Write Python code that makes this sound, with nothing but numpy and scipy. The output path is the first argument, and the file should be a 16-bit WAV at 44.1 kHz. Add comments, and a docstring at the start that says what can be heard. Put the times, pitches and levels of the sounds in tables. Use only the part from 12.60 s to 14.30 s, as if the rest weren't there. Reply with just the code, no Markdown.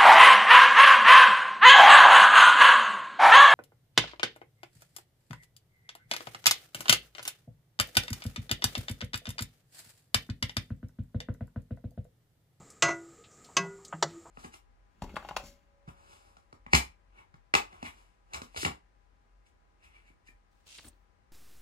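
"""Ladle stirring a pot of soup

A steel ladle stirs thick soup in a metal pot, close by in a small kitchen.
It clanks on the wall, scrapes along it, clinks again, then knocks twice under the soup.
Blows excite decaying modes, dense noise and a low boom of the pot on the stove; slips excite the scrape.
Noise bursts and one decaying tone make the soup's ticks and plops, over a faint, slightly wavering hiss.
"""
import sys
import numpy as np
from scipy import signal
from scipy.fft import rfft, irfft, next_fast_len
from scipy.io import wavfile
from scipy.ndimage import map_coordinates

SR = 44100
rng = np.random.default_rng(int(sys.argv[2]) if len(sys.argv) > 2 else 0)


def dump(signal):
    """Clip the signal to [-1, 1] and save it as 16-bit WAV at the path in sys.argv[1]."""
    limited = np.clip(np.atleast_2d(signal).T, -1, 1)
    pcm = np.round(limited * 32767).astype(np.int16)
    wavfile.write(sys.argv[1], SR, pcm)


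N = 74970

# Blows of the ladle; the last two are one close double contact. Shares multiply the modal or band t60.
# start_s, spot (whole part: 0 wall, 1 higher on the wall, 2 under the soup), ring_db, ring_length_share,
# free_ringing_s, stopped_after_s, crack_db, clash_colour (name), clash_db, clash_length_share,
# cutoff_hz, boom_db, boom_hz, boom_t60_s
BLOWS = [(.2227, 0, 0, 1.69, 0.1, .29, -15, "wall", -20, 1.46, 15800, -31, 156, .28),
         (.967, 1, 1.5, 0.95, .18, .33, -27, "high", -18.5, .95, 15600, -32, 174, .46),
         (1.3259, 2, -17, 0.41, 0.026, .09, -39, "soft", -34, 1.1, 3500, -37, 162, .24),
         (1.4253, 2.005, -1.5, 0.37, .03, .09, -19, "sunk", -21, .7, 15900, -36, 157, .27),
         (1.4306, 2, -8, .4, .03, .09, -25, "sunk", -27, .7, 16000, -50, 180, .27)]
# Spectra of the dense, short-lived modes of ladle and pot: frequency_hz, relative_level_db
CLASH_WALL = [(60, -42), (130, -20), (480, -6), (690, -6), (830, -8), (1250, -2), (1800, -13.5), (2150, -4),
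              (2800, 1), (3700, -8), (4650, -10), (5400, -10.5), (6300, 0.5), (6800, -9), (7250, -2.5),
              (8400, -14), (9500, -28), (13000, -38), (15300, -29)]
CLASH_HIGH = [(60, -37), (130, -25), (450, -7.5), (690, -11.5), (850, -15.5), (1080, -5), (1300, -14),
              (1600, -2.5), (1800, -13), (2300, -4.5), (2900, -2), (3700, -11.5), (5300, -11.5),
              (6150, -4.5), (7300, -12.5), (9500, -27.5), (13000, -40.5), (15300, -37)]
CLASH_SOFT = [(60, -35), (200, -12), (320, 0), (480, -14), (690, 2), (900, 3), (1400, -2), (1900, 1),
              (2350, -21), (2700, -12), (3200, -13), (3700, -32), (16000, -60)]
CLASH_SUNK = [(60, -42), (220, -21), (365, -2), (900, -2), (1250, -1), (1500, -6), (2000, -6.5),
              (2420, -25.5), (2900, -10.5), (4600, -10.5), (5900, -9.5), (6400, -20.5), (7000, -4),
              (8460, -29), (13000, -46), (15300, -33)]
# Decay of the dense modes before the length share: frequency_hz, t60_s
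CLASH_DECAY = [(150, 0.2), (600, 0.099), (2000, 0.067), (6000, 0.074), (14000, 0.048)]
# Clear modes of the pot: frequency_hz
POT_HZ = [335, 393, 574, 684, 905, 968, 1097, 1262, 1386, 1437, 1607, 1987, 2155, 2594, 2708]
# Ringing of each pot mode, before the blow's shares and levels:
# t60_s, wall_level_db, high_wall_level_db, under_soup_level_db
POT_RING = [(1.1, -35, -60, -41), (1.05, -54, -38, -48), (.28, -35, -48, -30), (.26, -28, -37, -25),
            (.1, -42, -48, -18), (.4, -40, -40, -42), (.15, -27, -22, -30), (.13, -26, -40, -17),
            (.12, -29, -44, -32), (.7, -32, -42, -48), (.18, -30, -29, -34), (.32, -25, -32, -38),
            (.14, -35, -35, -46), (.15, -41, -26, -55), (.11, -29, -31, -50)]
# Clear modes of the ladle bowl: frequency_hz
LADLE_HZ = [4215, 4990, 5932, 6120, 6285, 6507, 7070, 7215]
# Ringing of each ladle mode, before the blow's shares and levels:
# t60_s, wall_level_db, high_wall_level_db, under_soup_level_db
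LADLE_RING = [(.14, -35, -39, -42), (.12, -35, -35, -38), (.07, -36, -31, -33), (.055, -32, -21, -46),
              (.09, -27, -34, -50), (.08, -27, -38, -50), (.06, -33, -30, -33), (.07, -29, -40, -42)]
# Course of the ladle juddering along the wall after the first blow: time_s, level_db
SCRAPE_LEVEL = [(.228, -40), (.25, -32.5), (.28, -34.5), (.294, -30.5), (.305, -33.5), (.322, -39),
                (.34, -46.5), (.39, -70), (.43, -85)]
# Spectrum of the scrape, before the modal peaks: frequency_hz, relative_level_db
SCRAPE_COLOUR = [(35, -25), (80, -10.5), (156, -3), (210, -13), (390, -3.5), (490, -20), (680, 0.5),
                 (830, -16.5), (1090, -4), (1450, -5.5), (1820, -36), (2100, -8.5), (3000, -20.5),
                 (4700, -29), (6200, -17), (8400, -32), (10000, -49), (16000, -61)]
# Course of the ladle rubbing the pot under the soup: time_s, level_db
RUB_LEVEL = [(1.47, -85), (1.52, -53), (1.58, -45), (1.62, -63), (1.7, -64)]
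# Small wet sounds of the soup: start_s, level_db, centre_hz, half_width_octaves, attack_s, t60_s
SPLATS = [(.001, -53, 159, 0.36, 0.001, .2), (.002, -55.5, 670, 0.68, .002, 0.2),
          (.102, -51, 6600, 0.57, 0.00044, 0.086), (0.638, -55, 3200, .55, 0.0022, .13),
          (.705, -54, 6560, .3, 0.016, .22), (.843, -51, 4300, 0.88, .003, 0.096),
          (.888, -46, 850, .5, 0.0076, 0.093), (1.025, -39.5, 700, 0.65, .015, 0.17),
          (1.18, -55, 950, .4, .01, .2), (1.249, -44, 5460, 0.68, .0003, 0.076),
          (1.281, -45, 6960, 0.18, .0005, .04), (1.48, -58, 2200, 1.3, 0.013, 0.37),
          (1.653, -44, 805, 0.64, 0.0041, 0.15)]
# Spectrum of the steady hiss: frequency_hz, relative_level_db
HISS_COLOUR = [(15, -38), (25, -9), (102, -1), (236, -6), (317, -8), (463, -4), (591, -13.5), (734, -10.5),
               (1040, -21.5), (1230, -5.5), (1400, -17.5), (2000, -16.5), (2160, -18), (2760, -23.5),
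               (3340, -24), (4870, -22.5), (5280, -23), (6380, -20.5), (7310, -7.5), (9840, -36),
               (13600, -38), (14800, -32.5), (16000, -54)]
# Decay of the room before its stretch: frequency_hz, t60_s
ROOM_DECAY = [(150, .3), (1000, .26), (5000, .22), (14000, 0.3)]

CRACK_ATTACK_S, CRACK_T60_S = 0.00023, 0.016  # the first contact
CLASH_ATTACK_S, CLASH_HOLD_S = 0.0005, 0.0033
RING_ATTACK_S, RING_SPREAD_DB = 0.001, 0.52
DAMPING_DB_PER_S_KHZ = 128  # the soup closing round the ladle damps high modes fastest
STOP_DB_PER_S = 300  # a new touch of the ladle stops the ring
BOOM_DELAY_S, BOOM_ATTACK_S = 0.0075, 0.0088
LOW_CUT_HZ = 82
SLIPS_PER_S = 2200
BUBBLE_S, BUBBLE_HZ, BUBBLE_DB = 0.586, 465, -51
BUBBLE_ATTACK_S, BUBBLE_T60_S = 0.0023, 0.19
HISS_DB, HISS_WAVER_DB, WAVER_POINTS_PER_S = -59, 1.33, 12
WHIR_HZ, WHIR_HALF_WIDTH_OCTAVES, WHIR_DB = 1261, 0.032, -70
ROOM_DELAY_S, ROOM_STRETCH, ROOM_DB, SIDE_DB = 0.012, 0.99, -20, -56
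TOP_HZ = 15800


def blows():
    """Impact excitation: each blow is a crack, a dense clash, clear modes and a slower low boom."""
    colours = {"wall": CLASH_WALL, "high": CLASH_HIGH, "soft": CLASH_SOFT, "sunk": CLASH_SUNK}
    out = np.zeros(N)
    for (start_s, spot, ring_db, ring_share, free_s, stop_s, crack_db, colour, clash_db,
         clash_share, cutoff_hz, boom_db, boom_hz, boom_t60) in BLOWS:
        t = since(start_s)
        crack = amp(crack_db) * noise(colours[colour]) * strike(t, CRACK_ATTACK_S, CRACK_T60_S)

        held_t = since(start_s + CLASH_HOLD_S)
        dense = fading(noise(colours[colour]), held_t, CLASH_DECAY, clash_share)
        clash = amp(clash_db) * (1 - np.exp(-t / CLASH_ATTACK_S)) * dense

        ring = amp(ring_db) * modal_ring(t, spot, ring_share, free_s, stop_s)
        out += butter(crack + clash + ring, cutoff_hz, "lowpass", order=8)

        boom = np.sin(2 * np.pi * boom_hz * t) + 0.45 * band(boom_hz, 0.22)
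        boom_t = since(start_s + BOOM_DELAY_S)
        out += amp(boom_db) * boom * strike(boom_t, BOOM_ATTACK_S, boom_t60)
    return butter(out, LOW_CUT_HZ, "highpass", order=4)


def modal_ring(t, spot, stretch, free_s, stop_s):
    """Modal superposition: the struck spot weights decaying sines, which the soup then damps."""
    damped_s = np.maximum(t - free_s, 0)
    ring = np.zeros(N)
    for hz, (t60, *spot_levels) in zip(POT_HZ + LADLE_HZ, POT_RING + LADLE_RING):
        level_db = spot_levels[int(spot)] + rng.normal(0, RING_SPREAD_DB)
        damping_db = DAMPING_DB_PER_S_KHZ * hz / 1e3 * damped_s
        tone = np.sin(2 * np.pi * (hz * t + rng.random()))
        ring += amp(level_db - damping_db) * tone * strike(t, RING_ATTACK_S, t60 * stretch)
    return ring * amp(-STOP_DB_PER_S * np.maximum(t - stop_s, 0))


def scrape():
    """Resonant filtering of random slips: they rasp through the modes of pot and ladle."""
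    slips = (rng.random(N) < SLIPS_PER_S / SR) * np.sign(rng.standard_normal(N))

    def response(f):
        """Resonance: narrow peaks at the modes stand on the scrape's broad colour."""
        peaks = sum(1.3 / (1 + ((f - hz) / (0.008 * hz)) ** 2) for hz in POT_HZ + LADLE_HZ)
        return (1 + peaks) * amp(along(SCRAPE_COLOUR, f))

    return swell(SCRAPE_LEVEL) * unit(filtered(slips, response))


def rub():
    """Sustained vibration of one mode: rubbing makes the pot's lowest mode hum."""
    hum = unit(np.sin(2 * np.pi * POT_HZ[0] * since(0)))
    return swell(RUB_LEVEL) * hum


def soup():
    """Transient excitation: noise bands make ticks and splats, a decaying sine makes one bubble."""
    wet = np.zeros(N)
    for start_s, level_db, hz, octaves, attack, t60 in SPLATS:
        wet += amp(level_db) * band(hz, octaves) * strike(since(start_s), attack, t60)
    t = since(BUBBLE_S)
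    tone = np.sin(2 * np.pi * BUBBLE_HZ * t)
    return wet + amp(BUBBLE_DB) * tone * strike(t, BUBBLE_ATTACK_S, BUBBLE_T60_S)


def kitchen(x):
    """Reverberation: convolution with noise decaying band by band gives a small room's short tail."""
    t = since(ROOM_DELAY_S)
    tail = fading(rng.standard_normal(N), t, ROOM_DECAY, ROOM_STRETCH) * (t > 0)
    return signal.fftconvolve(x, tail / np.linalg.norm(tail))[:N]


def background():
    """Stationary noise: a coloured hiss wavers slightly over a faint narrow-band whir."""
    waver = map_coordinates(rng.standard_normal(40), [since(0) * WAVER_POINTS_PER_S])
    hiss = amp(HISS_DB + HISS_WAVER_DB * waver) * noise(HISS_COLOUR)
    whir = amp(WHIR_DB) * band(WHIR_HZ, WHIR_HALF_WIDTH_OCTAVES)
    return hiss + whir


def strike(t, attack, t60):
    """Impulsive envelope: exponential approach, then exponential decay of 60 dB per t60."""
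    return (1 - np.exp(-t / attack)) * amp(-60 * t / t60)


def fading(x, t, t60s, stretch):
    """Frequency-dependent damping: overlapping bands of x decay at their own rates."""
    centres = [hz for hz, _ in t60s]
    out = np.zeros(N)
    for weights, (_, t60) in zip(np.eye(len(t60s)), t60s):
        points = list(zip(centres, weights))
        part = filtered(x, lambda f: along(points, f))
        out += part * amp(-60 * t / (t60 * stretch))
    return out


def noise(colour):
    """Spectral shaping: white noise takes a (Hz, dB) colour at rms 1."""
    return unit(filtered(rng.standard_normal(N), lambda f: amp(along(colour, f))))


def band(hz, octaves):
    """Band-pass filtering: noise of rms 1, its gain halved the given octaves either side of hz."""
    return unit(filtered(rng.standard_normal(N),
                         lambda f: 1 / (1 + (np.log2((f + 1) / hz) / octaves) ** 4)))


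def filtered(x, response):
    """Linear filtering: the spectrum of x is multiplied by a response of frequency."""
    m = next_fast_len(N + 8192)
    return irfft(rfft(x, m) * response(np.fft.rfftfreq(m, 1 / SR)), m)[..., :N]


def butter(x, hz, kind, order):
    """Causal Butterworth filtering: low- or high-pass."""
    sos = signal.butter(order, min(hz, SR / 2 - 1), kind, fs=SR, output="sos")
    return signal.sosfilt(sos, x)


def swell(points):
    """Amplitude modulation: gain follows (s, dB) points and is -120 dB outside them."""
    s, db = np.transpose(points)
    return amp(np.interp(np.arange(N) / SR, s, db, left=-120, right=-120))


def along(points, hz):
    """Logarithmic frequency scale: (Hz, value) points are interpolated along it."""
    f, v = np.transpose(points)
    return np.interp(np.log(hz + 1), np.log(f + 1), v)


def since(s):
    """Causality: seconds elapsed since a moment, zero before it."""
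    return np.maximum(np.arange(N) / SR - s, 0)


def unit(x):
    """Power normalisation: scale to rms 1."""
    return x / np.sqrt(np.mean(x ** 2) + 1e-20)


def amp(db):
    """Decibel law: level to amplitude gain."""
    return 10 ** (np.asarray(db) / 20)


def scene():
    """Superposition: the sources sum in the middle, and a faint opposed tail adds a trace of width."""
    pot = blows() + scrape() + rub() + soup()
    mid = pot + amp(ROOM_DB) * kitchen(pot) + background()
    side = amp(SIDE_DB) * kitchen(mid)
    return np.array([mid + side, mid - side])


def record(dry):
    """Band limitation: a very steep low-pass removes what lies above the recorder's limit."""
    return filtered(dry, lambda f: 1 / np.hypot(1, (f / TOP_HZ) ** 60))


dry = scene()
out = record(dry)
dump(out)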